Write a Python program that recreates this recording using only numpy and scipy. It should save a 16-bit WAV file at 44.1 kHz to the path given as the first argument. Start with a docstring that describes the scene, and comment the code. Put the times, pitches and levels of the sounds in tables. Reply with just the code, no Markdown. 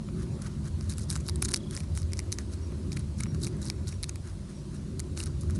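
"""On a lawn, close to a small microphone, two rabbits bite and chew crisp leaf stalks for 5.6 s.
First bites crackle over low rumble, hiss and a sinking hum; snaps are loudest from 1.1 to 1.6 s.
Far off a bird trills once at 1.6 s, and from 2 s a cricket chirps; chewing thins near 2.5 s and
4.5 s, then crackles again from 5 s. Snaps and grinding are filtered noise bursts, rumble and hiss
shaped noise, the hum a swaying tone, and the far calls sine notes with garden echoes."""
import sys
import numpy as np
from scipy import signal
from scipy.io import wavfile
from scipy.ndimage import uniform_filter1d

SR = 44100
rng = np.random.default_rng(int(sys.argv[2]) if len(sys.argv) > 2 else 0)


def to_wav(sig):
    """Store sig (one row per channel, or 1-D mono) as 16-bit WAV at the path in sys.argv[1].

    Samples outside -1..1 are clipped; the rate is SR.
    """
    pcm = np.clip(np.atleast_2d(sig), -1, 1) * 32767
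    pcm = np.round(pcm).astype(np.int16)
    wavfile.write(sys.argv[1], SR, pcm.T)  # frames by channels


N = 246519  # samples, about 5.6 s


def gain_of(db):
    """Decibels to gain."""
    return 10 ** (np.asarray(db) / 20)


def evened(x):
    """Scales to rms 1."""
    return x / np.sqrt(np.mean(x ** 2) + 1e-20)


def read(points, hz):
    """Reads a spectrum on a log-frequency axis."""
    f, value = np.transpose(points)
    return np.interp(np.log(hz + 1), np.log(f + 1), value)


def add(mix, s, sound):
    """Mixes a sound in at second s."""
    part = mix[round(s * SR):][:len(sound)]
    part += sound[:len(part)]


def bump(hz, centre_hz, width_hz):
    """A broad resonance of height 1."""
    return np.exp(-.5 * ((hz - centre_hz) / width_hz) ** 2)


def coloured(x, gain_db):
    """Filters the last axis causally: the phase follows from the log gain (minimum phase)."""
    log_gain = np.log(gain_of(np.maximum(gain_db, -100)))
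    circle = np.concatenate([log_gain, log_gain[..., -2:0:-1]], -1)
    spectrum = np.exp(np.conj(signal.hilbert(circle)))
    taps = np.fft.ifft(spectrum).real[..., :256]
    return signal.oaconvolve(x, taps, axes=-1)[..., :x.shape[-1]]


# Clearest single fibres breaking, close to the microphone:
# (time [s], leaf peak [dB], jaw thud relative to leaf [dB], leaf ring [Hz], jaw ring [Hz])
CLEAR_SNAPS = [(.087, -55, 16, 3880, 1280), (.4167, -43, -18, 5940, 1360), (.4206, -27.5, -33, 9900, 820),
               (.81, -28.5, -12.5, 4500, 1230), (.8967, -22, -33, 7900, 1010),
               (.9037, -27, -33, 8650, 1250), (.919, -45, -9, 6030, 1490), (.931, -37, -19, 4110, 1570),
               (.9371, -29.5, -16, 4410, 1420), (.9824, -21.5, -18, 7500, 1440),
               (1.1023, -10, -43, 9200, 1610), (1.108, -27, -24, 8420, 1460),
               (1.1112, -20, -17, 8050, 2350), (1.1271, -25.5, -11, 7710, 1490),
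               (1.156, -25, -5, 4630, 1310), (1.1622, -22.5, -7.5, 7140, 1330),
               (1.1751, -31, -13, 7450, 2150), (1.2059, -34, -12, 7360, 2650),
               (1.266, -30, -26, 4670, 1160), (1.2822, -21.5, -28, 10900, 820),
               (1.2872, -18.5, -11, 4500, 1330), (1.2955, -18.5, -16, 4400, 1020),
               (1.3584, -23, -20, 8340, 1030), (1.4213, -17, -24, 5830, 2300),
               (1.4243, -9, -16, 9600, 2380), (1.4274, -28, -5, 8630, 1490), (1.4459, -22, -29, 8460, 2990),
               (1.4497, -18, -20, 7280, 1610), (1.4551, -28, -12, 8810, 1480),
               (1.4576, -27, -8, 9990, 1660), (1.4859, -27, -16, 8310, 1490),
               (1.4889, -25, -13, 6660, 1420), (1.5179, -19, -14, 8940, 1620),
               (1.5292, -32, -28, 6220, 2630), (1.5343, -23, -14, 10200, 1120),
               (1.5393, -8, -15, 6060, 1780), (1.5428, -7, -15, 5100, 2350), (1.5608, -15, -24, 9050, 2020),
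               (1.5648, -19.5, -25, 4840, 1020), (1.574, -28, -24, 9650, 2990),
               (1.7099, -27, -16, 10100, 1460), (1.7509, -21.5, -17, 9000, 1770),
               (1.7659, -22, -17, 4530, 1760), (1.7751, -23.5, -9, 6400, 2340),
               (1.8042, -27.5, -9, 4460, 2290), (1.9521, -29.5, -18, 4400, 1940),
               (1.9752, -19.5, -10.5, 9050, 2330), (2.0187, -29, -20, 9780, 1340),
               (2.0304, -30.5, -17, 4700, 2070), (2.121, -32, -10, 5600, 2170),
               (2.1337, -19.5, -13.5, 5070, 2210), (2.1712, -29, -25, 5400, 2000),
               (2.1917, -14.5, -14.5, 5670, 2000), (2.201, -29.5, -8, 5320, 2070),
               (2.3206, -17.5, -24, 8000, 2370), (2.3257, -12, -20.5, 6460, 2250),
               (2.3862, -19.5, -9.5, 6400, 1640), (2.7206, -42.5, -3, 4180, 1250),
               (2.9191, -26, -12.5, 5170, 2370), (2.9295, -31, -12, 6850, 2260),
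               (2.9696, -30.5, -1, 4400, 2100), (2.9725, -25, -11.5, 4300, 2320),
               (2.9941, -33, -22, 9710, 900), (3.2039, -25.5, -7, 4600, 2230),
               (3.2067, -20.5, -9, 9400, 2250), (3.2353, -18.5, -15.5, 5540, 2310),
               (3.2577, -46, 9, 8810, 1120), (3.2665, -39.5, 3, 9970, 1100),
               (3.3467, -33.5, -10, 4440, 1240), (3.4305, -25, -29, 7900, 1010),
               (3.4353, -20, -28, 4220, 1290), (3.4467, -24, -15, 4570, 1290),
               (3.4683, -22.5, -12.5, 5640, 2300), (3.4736, -25, -12, 9400, 2300),
               (3.5689, -40, -9, 9000, 1100), (3.6174, -32, -23, 6310, 1270),
               (3.6546, -25.5, -28, 9000, 1360), (3.6844, -30, -24, 4720, 1400),
               (3.7003, -14, -12, 5340, 2200), (3.8891, -28, -31, 4400, 1380),
               (3.926, -42, 2.5, 4220, 2280), (4.0291, -18.5, -21, 10600, 2300),
               (4.0343, -17.5, -16.5, 4900, 2270), (4.0413, -20.5, -12, 3800, 2420),
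               (4.0938, -18, -18.5, 6600, 2540), (4.1578, -25.5, -13.5, 3980, 2520),
               (4.9946, -22.5, -17, 4200, 2970), (5.1754, -20.5, -12.5, 9500, 2750),
               (5.1897, -24, -18, 10800, 2410), (5.2027, -22, -9.5, 3900, 2710),
               (5.2135, -28, -13, 8910, 1450), (5.2371, -22.5, -25, 9100, 2540),
               (5.2594, -26.5, -22, 9500, 2330), (5.4104, -33.5, -27, 10300, 860),
               (5.434, -38.5, -6, 10340, 1230), (5.4992, -36.5, -1, 5990, 1360),
               (5.508, -30, -17, 4370, 2250)]
# Colour of the breaking leaf, in snaps and grinding: (frequency [Hz], relative level [dB])
LEAF_COLOUR = [(2000, -31), (3400, -13), (3800, -0.5), (5000, 0), (6000, 2), (7500, -0.5), (9600, 3),
               (12000, -0.5), (22000, -25)]
# Colour of the jaw's knock: (frequency [Hz], relative level [dB])
JAW_COLOUR = [(300, -39), (700, -4), (1400, -0.5), (2300, 1), (2900, -3), (3500, -12.5), (6000, -41)]
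SNAP_DECAY_MS, SNAP_TAIL_MS, SNAP_TAIL_DB = .22, 1.6, -15  # typical decay; faint after-crackle
BRIGHT_SCATTER_DB = 2.0  # each break is brighter or duller by chance
TILT_HZ = 7200  # parts dull from bright crackle


def snaps():
    """Each break is a very short burst of noise with a faint after-crackle, heard through leaf and jaw."""
    t_ms, hz = np.arange(400) * 1000 / SR, np.fft.rfftfreq(1024, 1 / SR)
    columns = np.vstack([CLEAR_SNAPS, lesser_snaps()]).T
    s, peak_db, jaw_db, leaf_hz, jaw_hz = columns[:, :, None]
    draws = rng.standard_normal((len(s), 402))
    decay_ms = SNAP_DECAY_MS * np.exp(.3 * draws[:, :1])
    bright_db = BRIGHT_SCATTER_DB * draws[:, 1:2]
    noise_burst = draws[:, 2:]

    after_crackle = gain_of(SNAP_TAIL_DB) * np.exp(-t_ms / SNAP_TAIL_MS)
    onset = np.minimum(t_ms / .12, 1)
    burst = noise_burst * (np.exp(-t_ms / decay_ms) + after_crackle) * onset

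    # tips the balance of bright and dull crackle at random for each break
    tilt = .5 * np.tanh((hz - TILT_HZ) / 1200)
    leaf_db = read(LEAF_COLOUR, hz) + bright_db * tilt + 9 * bump(hz, leaf_hz, 790)
    knock_db = read(JAW_COLOUR, hz) + 8 * bump(hz, jaw_hz, 224)
    leaf = unit_peak(coloured(burst, leaf_db))
    jaw = unit_peak(coloured(burst, knock_db))
    sounds = gain_of(peak_db) * (leaf + gain_of(jaw_db) * jaw)
    out = np.zeros(N)
    for start, sound in zip(s[:, 0], sounds):
        add(out, start, sound)
    return out


def unit_peak(x):
    """Scales each row to an envelope peak of 1."""
    return x / abs(signal.hilbert(x)).max(1, keepdims=True)


LESSER_PER_CHEW = 3
LESSER_DB, LESSER_SCATTER_DB = 10, 7.5  # typical peak over the stroke's level, and its scatter
LESSER_JAW_DB, LESSER_JAW_SCATTER_DB = -11, 5.8  # jaw thud over the stroke's cheek share
LEAF_RING_HZ, JAW_RING_HZ = (4000, 10000), (850, 2500)  # ranges of their rings
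HARD_STROKE_DB = -45  # strokes softer than this mash the leaf and break fibres less cleanly
MASH_LOSS = 0.71  # dB lost by lesser breaks per dB of softness


def lesser_snaps():
    """Rows like CLEAR_SNAPS for small breaks scattered through every stroke, weaker towards its ends."""
    s, db, rise_ms, fall_ms, cheek_db = np.repeat(CHEW_STROKES, LESSER_PER_CHEW, axis=0).T
    size, jaw = rng.standard_normal((len(s), 2)).T
    place, leaf_pick, jaw_pick = rng.random((len(s), 3)).T
    lag = 2 * place - 1  # -1 at the start of the stroke, 0 at its peak, 1 at its end
    when = s + lag * np.where(lag < 0, rise_ms, fall_ms) / 1000
    mash_db = MASH_LOSS * np.maximum(HARD_STROKE_DB - db, 0)
    peak_db = db + LESSER_DB + LESSER_SCATTER_DB * size - 5.0 * lag ** 2 - mash_db
    jaw_db = cheek_db + LESSER_JAW_DB + LESSER_JAW_SCATTER_DB * jaw
    leaf_hz = np.interp(leaf_pick, [0, 1], LEAF_RING_HZ)
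    jaw_hz = np.interp(jaw_pick, [0, 1], JAW_RING_HZ)
    return np.transpose([when, peak_db, jaw_db, leaf_hz, jaw_hz])


# Grinding strokes of the teeth, close by; rise and fall are the times to 9.5 dB below the peak:
# (time of peak [s], level [dB], rise [ms], fall [ms], cheek thud relative to the stroke [dB])
CHEW_STROKES = [(.09, -83, 4.4, 6, 0), (0.229, -56, 68, 12, 0.5), (0.42, -55.5, 3.9, 41, 1),
                (.471, -49.5, 25, 11, 0), (0.681, -51, 41, 6.5, -4), (.81, -58.5, 34, 160, -4),
                (.903, -41.5, 8.1, 23, -11.5), (.988, -48.5, 19, 12, -12), (1.018, -48.5, 11, 33, -15),
                (1.106, -41, 14.3, 50, -11.5), (1.157, -45, 7.3, 16, -17), (1.206, -56.5, 21, 20, -10),
                (1.293, -49.5, 40, 7.7, -30), (1.425, -40, 6.1, 11.4, -16), (1.453, -36, 10, 10.7, -19),
                (1.489, -38, 7, 7.1, -10), (1.513, -42, 10, 10.2, -11), (1.542, -41, 4, 11, -19),
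                (1.568, -49.5, 8.5, 16, -8), (1.73, -50, 10, 23, -3), (1.771, -49, 58, 32, -9),
                (1.805, -52, 15, 10, -12), (1.835, -56, 12, 20, -4), (1.979, -47, 24, 30, -13),
                (2.196, -52, 37, 4, -8), (2.325, -43, 6.9, 22.5, -22), (2.39, -50.5, 4.4, 30, -2.5),
                (2.538, -52, 26, 19, -9), (2.924, -51, 11, 23, -15), (2.968, -46, 5.8, 8.6, -4),
                (2.999, -54, 15, 13, -5), (3.204, -45.5, 20, 9, -10), (3.23, -54.5, 21, 18, -1),
                (3.352, -58, 17, 16, 0), (3.443, -41, 29, 11, -17), (3.47, -48, 17, 17, -14),
                (3.622, -47, 8, 24, -11), (3.659, -46, 18, 45, -10.5), (3.889, -44, 18, 8.3, -13),
                (3.925, -54, 63, 30, -5.5), (4.039, -50.5, 11, 10, -3), (4.094, -51, 13, 9, -5),
                (4.284, -56.5, 54, 36, -1), (4.5, -59, 12, 31, 1), (4.758, -56, 32, 13, -4.5),
                (4.997, -47, 5.5, 7.4, -13), (5.173, -45, 8, 12, -7.5), (5.2, -41, 16, 14, -11),
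                (5.232, -46, 19, 7.9, -9), (5.265, -47, 5.5, 15, -4), (5.416, -52.5, 6.9, 19, -15),
                (5.505, -64.5, 17, 24, 6.5), (5.557, -50.5, 9.9, 15, -8)]
# Colour of the muffled cheek: (frequency [Hz], relative level [dB])
CHEEK_COLOUR = [(300, -20), (700, -16), (1100, 0.5), (1500, 3.5), (2300, -8), (3200, -10.5), (6000, -42)]
CRACKLE_PER_S = 1600  # average number of cell bursts per second
CHEW_BRIGHT_DB = -2.5  # bright against dull part: grinding is a little dull


def grinding():
    """Dense tiny cell bursts of uneven size and colour, swelling with each stroke of the teeth."""
    t_ms, hz = np.arange(N) * 1000 / SR, np.fft.rfftfreq(1024, 1 / SR)
    power = np.zeros((3, N))  # dull leaf, bright leaf, cheek
    for s, db, rise_ms, fall_ms, cheek_db in CHEW_STROKES:
        lag = t_ms - 1000 * s
        steps = (lag / np.where(lag < 0, rise_ms, fall_ms)) ** 2
        stroke = gain_of(db - 9.5 * np.minimum(steps, 20))
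        shares = gain_of([[-CHEW_BRIGHT_DB / 2], [CHEW_BRIGHT_DB / 2], [cheek_db]])
        power += (stroke * shares) ** 2

    size = gain_of(4.5 * np.minimum(rng.exponential(1, N), 3.5))
    size = size * (rng.random(N) < CRACKLE_PER_S / SR)
    cells = size * rng.choice([-1., 1.], N) + .2 * rng.standard_normal(N)
    rings_hz = np.linspace(4000, 10500, 6)[:, None]  # six kinds of cell, each with its own ring
    kinds = cells * (rng.integers(0, 6, N) == np.arange(6)[:, None])
    ringing = coloured(kinds, read(LEAF_COLOUR, hz) + 12 * bump(hz, rings_hz, 700))
    leaf = evened(ringing.sum(0))
    dull = signal.oaconvolve(leaf, signal.firwin(31, TILT_HZ, fs=SR), "same")
    pulp = cells + 0.74 * rng.standard_normal(N)  # wet pulp smooths the thud
    cheek = evened(coloured(pulp, read(CHEEK_COLOUR, hz)))
    return (np.sqrt(power) * [dull, leaf - dull, cheek]).sum(0)


# Cricket chirps, far off: (time [s], level before the pulse offsets [dB])
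CRICKET_CHIRPS = [(1.97, -61), (2.609, -54), (3.264, -52), (3.9, -54), (4.463, -64), (4.547, -54.5),
                  (5.225, -58)]
CHIRP_HZ, PULSE_S, PULSES_DB = 5640, .017, [-9, 0, -4, -7]  # pitch, pulse length, pulse offsets
TRILL_S, NOTE_SPACING_S, TRILL_NOTES = 1.564, .0334, 7
TRILL_DB, LAST_NOTE_DB = -51.5, -4  # the last note is relative to the others
NOTE_TOP_HZ, NOTE_END_HZ, NOTE_S = 3620, 3080, .018  # one falling note
ECHO_T60, ECHO_DB = .15, -12  # garden echoes: 60 dB decay time in s, level


def distant_calls():
    """Falling sine notes of the bird and pulsed chirps of the cricket, smeared by echoes from the garden."""
    out = np.zeros(N)
    hz = np.linspace(NOTE_TOP_HZ, NOTE_END_HZ, round(NOTE_S * SR))
    note = np.sin(2 * np.pi * np.cumsum(hz) / SR) * np.hanning(len(hz)) ** 0.85
    for k in range(TRILL_NOTES):
        note_db = TRILL_DB + LAST_NOTE_DB * (k == TRILL_NOTES - 1)
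        add(out, TRILL_S + k * NOTE_SPACING_S, gain_of(note_db) * note)

    t = np.arange(round(PULSE_S * SR)) / SR
    pulse = np.sin(2 * np.pi * CHIRP_HZ * t) * np.hanning(len(t)) ** 0.31
    for s, db in CRICKET_CHIRPS:
        for k, pulse_db in enumerate(PULSES_DB):
            scatter_db = 2.5 * rng.standard_normal()
            add(out, s + k * PULSE_S, gain_of(db + pulse_db + scatter_db) * pulse)

    lag = np.arange(6000) / SR
    echoes = rng.standard_normal(len(lag)) * gain_of(-60 * lag / ECHO_T60) * (lag > .004)
    echoes = echoes / np.linalg.norm(echoes)
    return out + gain_of(ECHO_DB) * signal.oaconvolve(out, echoes)[:N]


HUM_HZ, HUM_SAG_HZ_PER_S, HUM_WIDTH_HZ = 210.4, 2.9, 3.7  # starting pitch, fall, width of the sway
HUM_DB, HUM_FADE_DB_PER_S = -46.5, 0.65  # starting level, fade


def hum():
    """A narrow tone that sways in level, drifts down in pitch and slowly fades."""
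    t = np.arange(N) / SR
    turns = np.cumsum(HUM_HZ - HUM_SAG_HZ_PER_S * t) / SR
    r = np.exp(-np.pi * HUM_WIDTH_HZ / SR)
    jitter = rng.standard_normal(N) + 1j * rng.standard_normal(N)
    sway = signal.lfilter([1 - r], [1, -r], jitter)
    carrier = (1.5 + sway / np.std(sway)) * np.exp(2j * np.pi * turns)
    return gain_of(HUM_DB - HUM_FADE_DB_PER_S * t) * evened(carrier.real)


def noise(shape, size, patchy_db):
    """Short-time spectra of noise with drifting patches, with their frequencies and times."""
    frames, hz = 4 * N // size + 5, np.fft.rfftfreq(size, 1 / SR)
    a, b, patches = rng.standard_normal((frames, len(hz), 3)).T
    patches = uniform_filter1d(uniform_filter1d(patches, 8, 0), 8, 1)
    level_db = read(shape, hz)[:, None] + patchy_db * evened(patches)
    return hz, np.arange(frames) * size / 4 / SR, (a + 1j * b) * gain_of(level_db)


# Swells of the far rumble, in regions centred on 62-95 Hz, on 135-215 Hz and from 255 Hz up:
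# (time [s], deep level [dB], middle level [dB], upper level [dB])
RUMBLE_SWELLS = [(0, -39.5, -38.5, -51.5), (.17, -36.5, -34.5, -43), (.45, -37.5, -36.5, -48),
                 (.83, -31, -38.5, -49.5), (1.1, -36.5, -39, -49.5), (1.43, -35, -36.5, -42.5),
                 (1.59, -43, -41, -43), (1.9, -31.5, -39, -52), (2.26, -35.5, -45, -46.5),
                 (2.62, -34, -47, -45.5), (2.94, -35.5, -34, -45), (3.13, -31.5, -38, -52),
                 (3.38, -37, -30, -41.5), (3.5, -36.5, -37.5, -43), (4.28, -40, -45, -53),
                 (4.65, -52, -43, -49), (4.85, -40.5, -39, -46.5), (5.22, -39, -44.5, -45),
                 (5.4, -33, -38, -49.5), (5.59, -31, -32.5, -43)]
# Colour of the rumble: (frequency [Hz], relative density [dB per Hz])
RUMBLE_COLOUR = [(13, -38), (22, -44), (38, -38), (59, 2), (81, 17), (119, -4), (152, -0.5), (183, -11),
                 (210, -8.5), (247, -17), (306, -18.5), (365, -15.5), (440, -32), (570, -88), (970, -120)]
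BOTTOM_DB = -47.5  # steady lowest part


def rumble():
    """Far traffic-like rumble: three overlapping regions swell on their own above a steady bottom."""
    hz, t, z = noise(RUMBLE_COLOUR, size=4096, patchy_db=.6)
    s, *levels = np.transpose(RUMBLE_SWELLS)
    edges_hz = [45, 62, 95, 135, 215, 255]
    places = np.interp(np.log(hz + 1), np.log(edges_hz), [0, 1, 1, 2, 2, 3])  # region numbers
    out = 0
    for k, db in enumerate([BOTTOM_DB + 0 * s] + levels):
        share = np.maximum(1 - abs(places - k), 0)[:, None]
        part = signal.istft(z * share, nperseg=4096, noverlap=3072)[1][:N]
        out = out + evened(part) * gain_of(np.interp(np.arange(N) / SR, s, db))
    return out


# Colour of the outdoor hiss: (frequency [Hz], relative density [dB per Hz])
HISS_COLOUR = [(250, -23), (420, -14), (457, -1), (558, 2), (773, -10.5), (983, -6.5), (1890, -14.5),
               (3330, -16.5), (4000, -13), (7470, -17), (9640, -16), (12400, -23)]
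# Slow swells of the hiss, raised by 3 dB when played: (time [s], level [dB])
HISS_SWELLS = [(0.0, -61), (0.36, -53), (0.62, -59.5), (1.42, -55.5), (1.7, -58), (2.82, -56),
               (3.24, -59.5), (3.56, -54), (3.94, -60.5), (4.44, -59), (5.14, -58.5), (5.59, -58)]


def hiss():
    """Gently swelling outdoor wash of leaves and distance, made of patchy shaped noise."""
    hz, t, z = noise(HISS_COLOUR, size=1024, patchy_db=1.82)
    level_db = np.interp(t, *np.transpose(HISS_SWELLS))
    swell_share = np.clip(1 - hz / 5000, .2, 1)[:, None]  # treble stays steadier
    swell_db = (level_db - level_db.mean()) * swell_share
    wash = signal.istft(z * gain_of(swell_db), nperseg=1024, noverlap=768)[1][:N]
    return gain_of(level_db.mean() + 3) * evened(wash)


def scene():
    """All sources, near and far, at the single microphone."""
    return (snaps() + grinding() + rumble() + hum() + hiss() + distant_calls())[None]


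# Treble loss of the small microphone: (frequency [Hz], gain [dB])
MIC_TREBLE = [(10000, 0), (11000, -2.5), (11700, -11.5), (12400, -27), (13500, -22)]
EDGE_HZ = 12600  # band limit


def record(dry):
    """The microphone loses treble above 10 kHz; then a steep low-pass limits the band."""
    heard = coloured(dry, read(MIC_TREBLE, np.fft.rfftfreq(1024, 1 / SR))[None])
    low_pass = signal.firwin(255, EDGE_HZ, window=("kaiser", 9), fs=SR)
    return signal.oaconvolve(heard, low_pass[None], "same")


dry = scene()
out = record(dry)
to_wav(out)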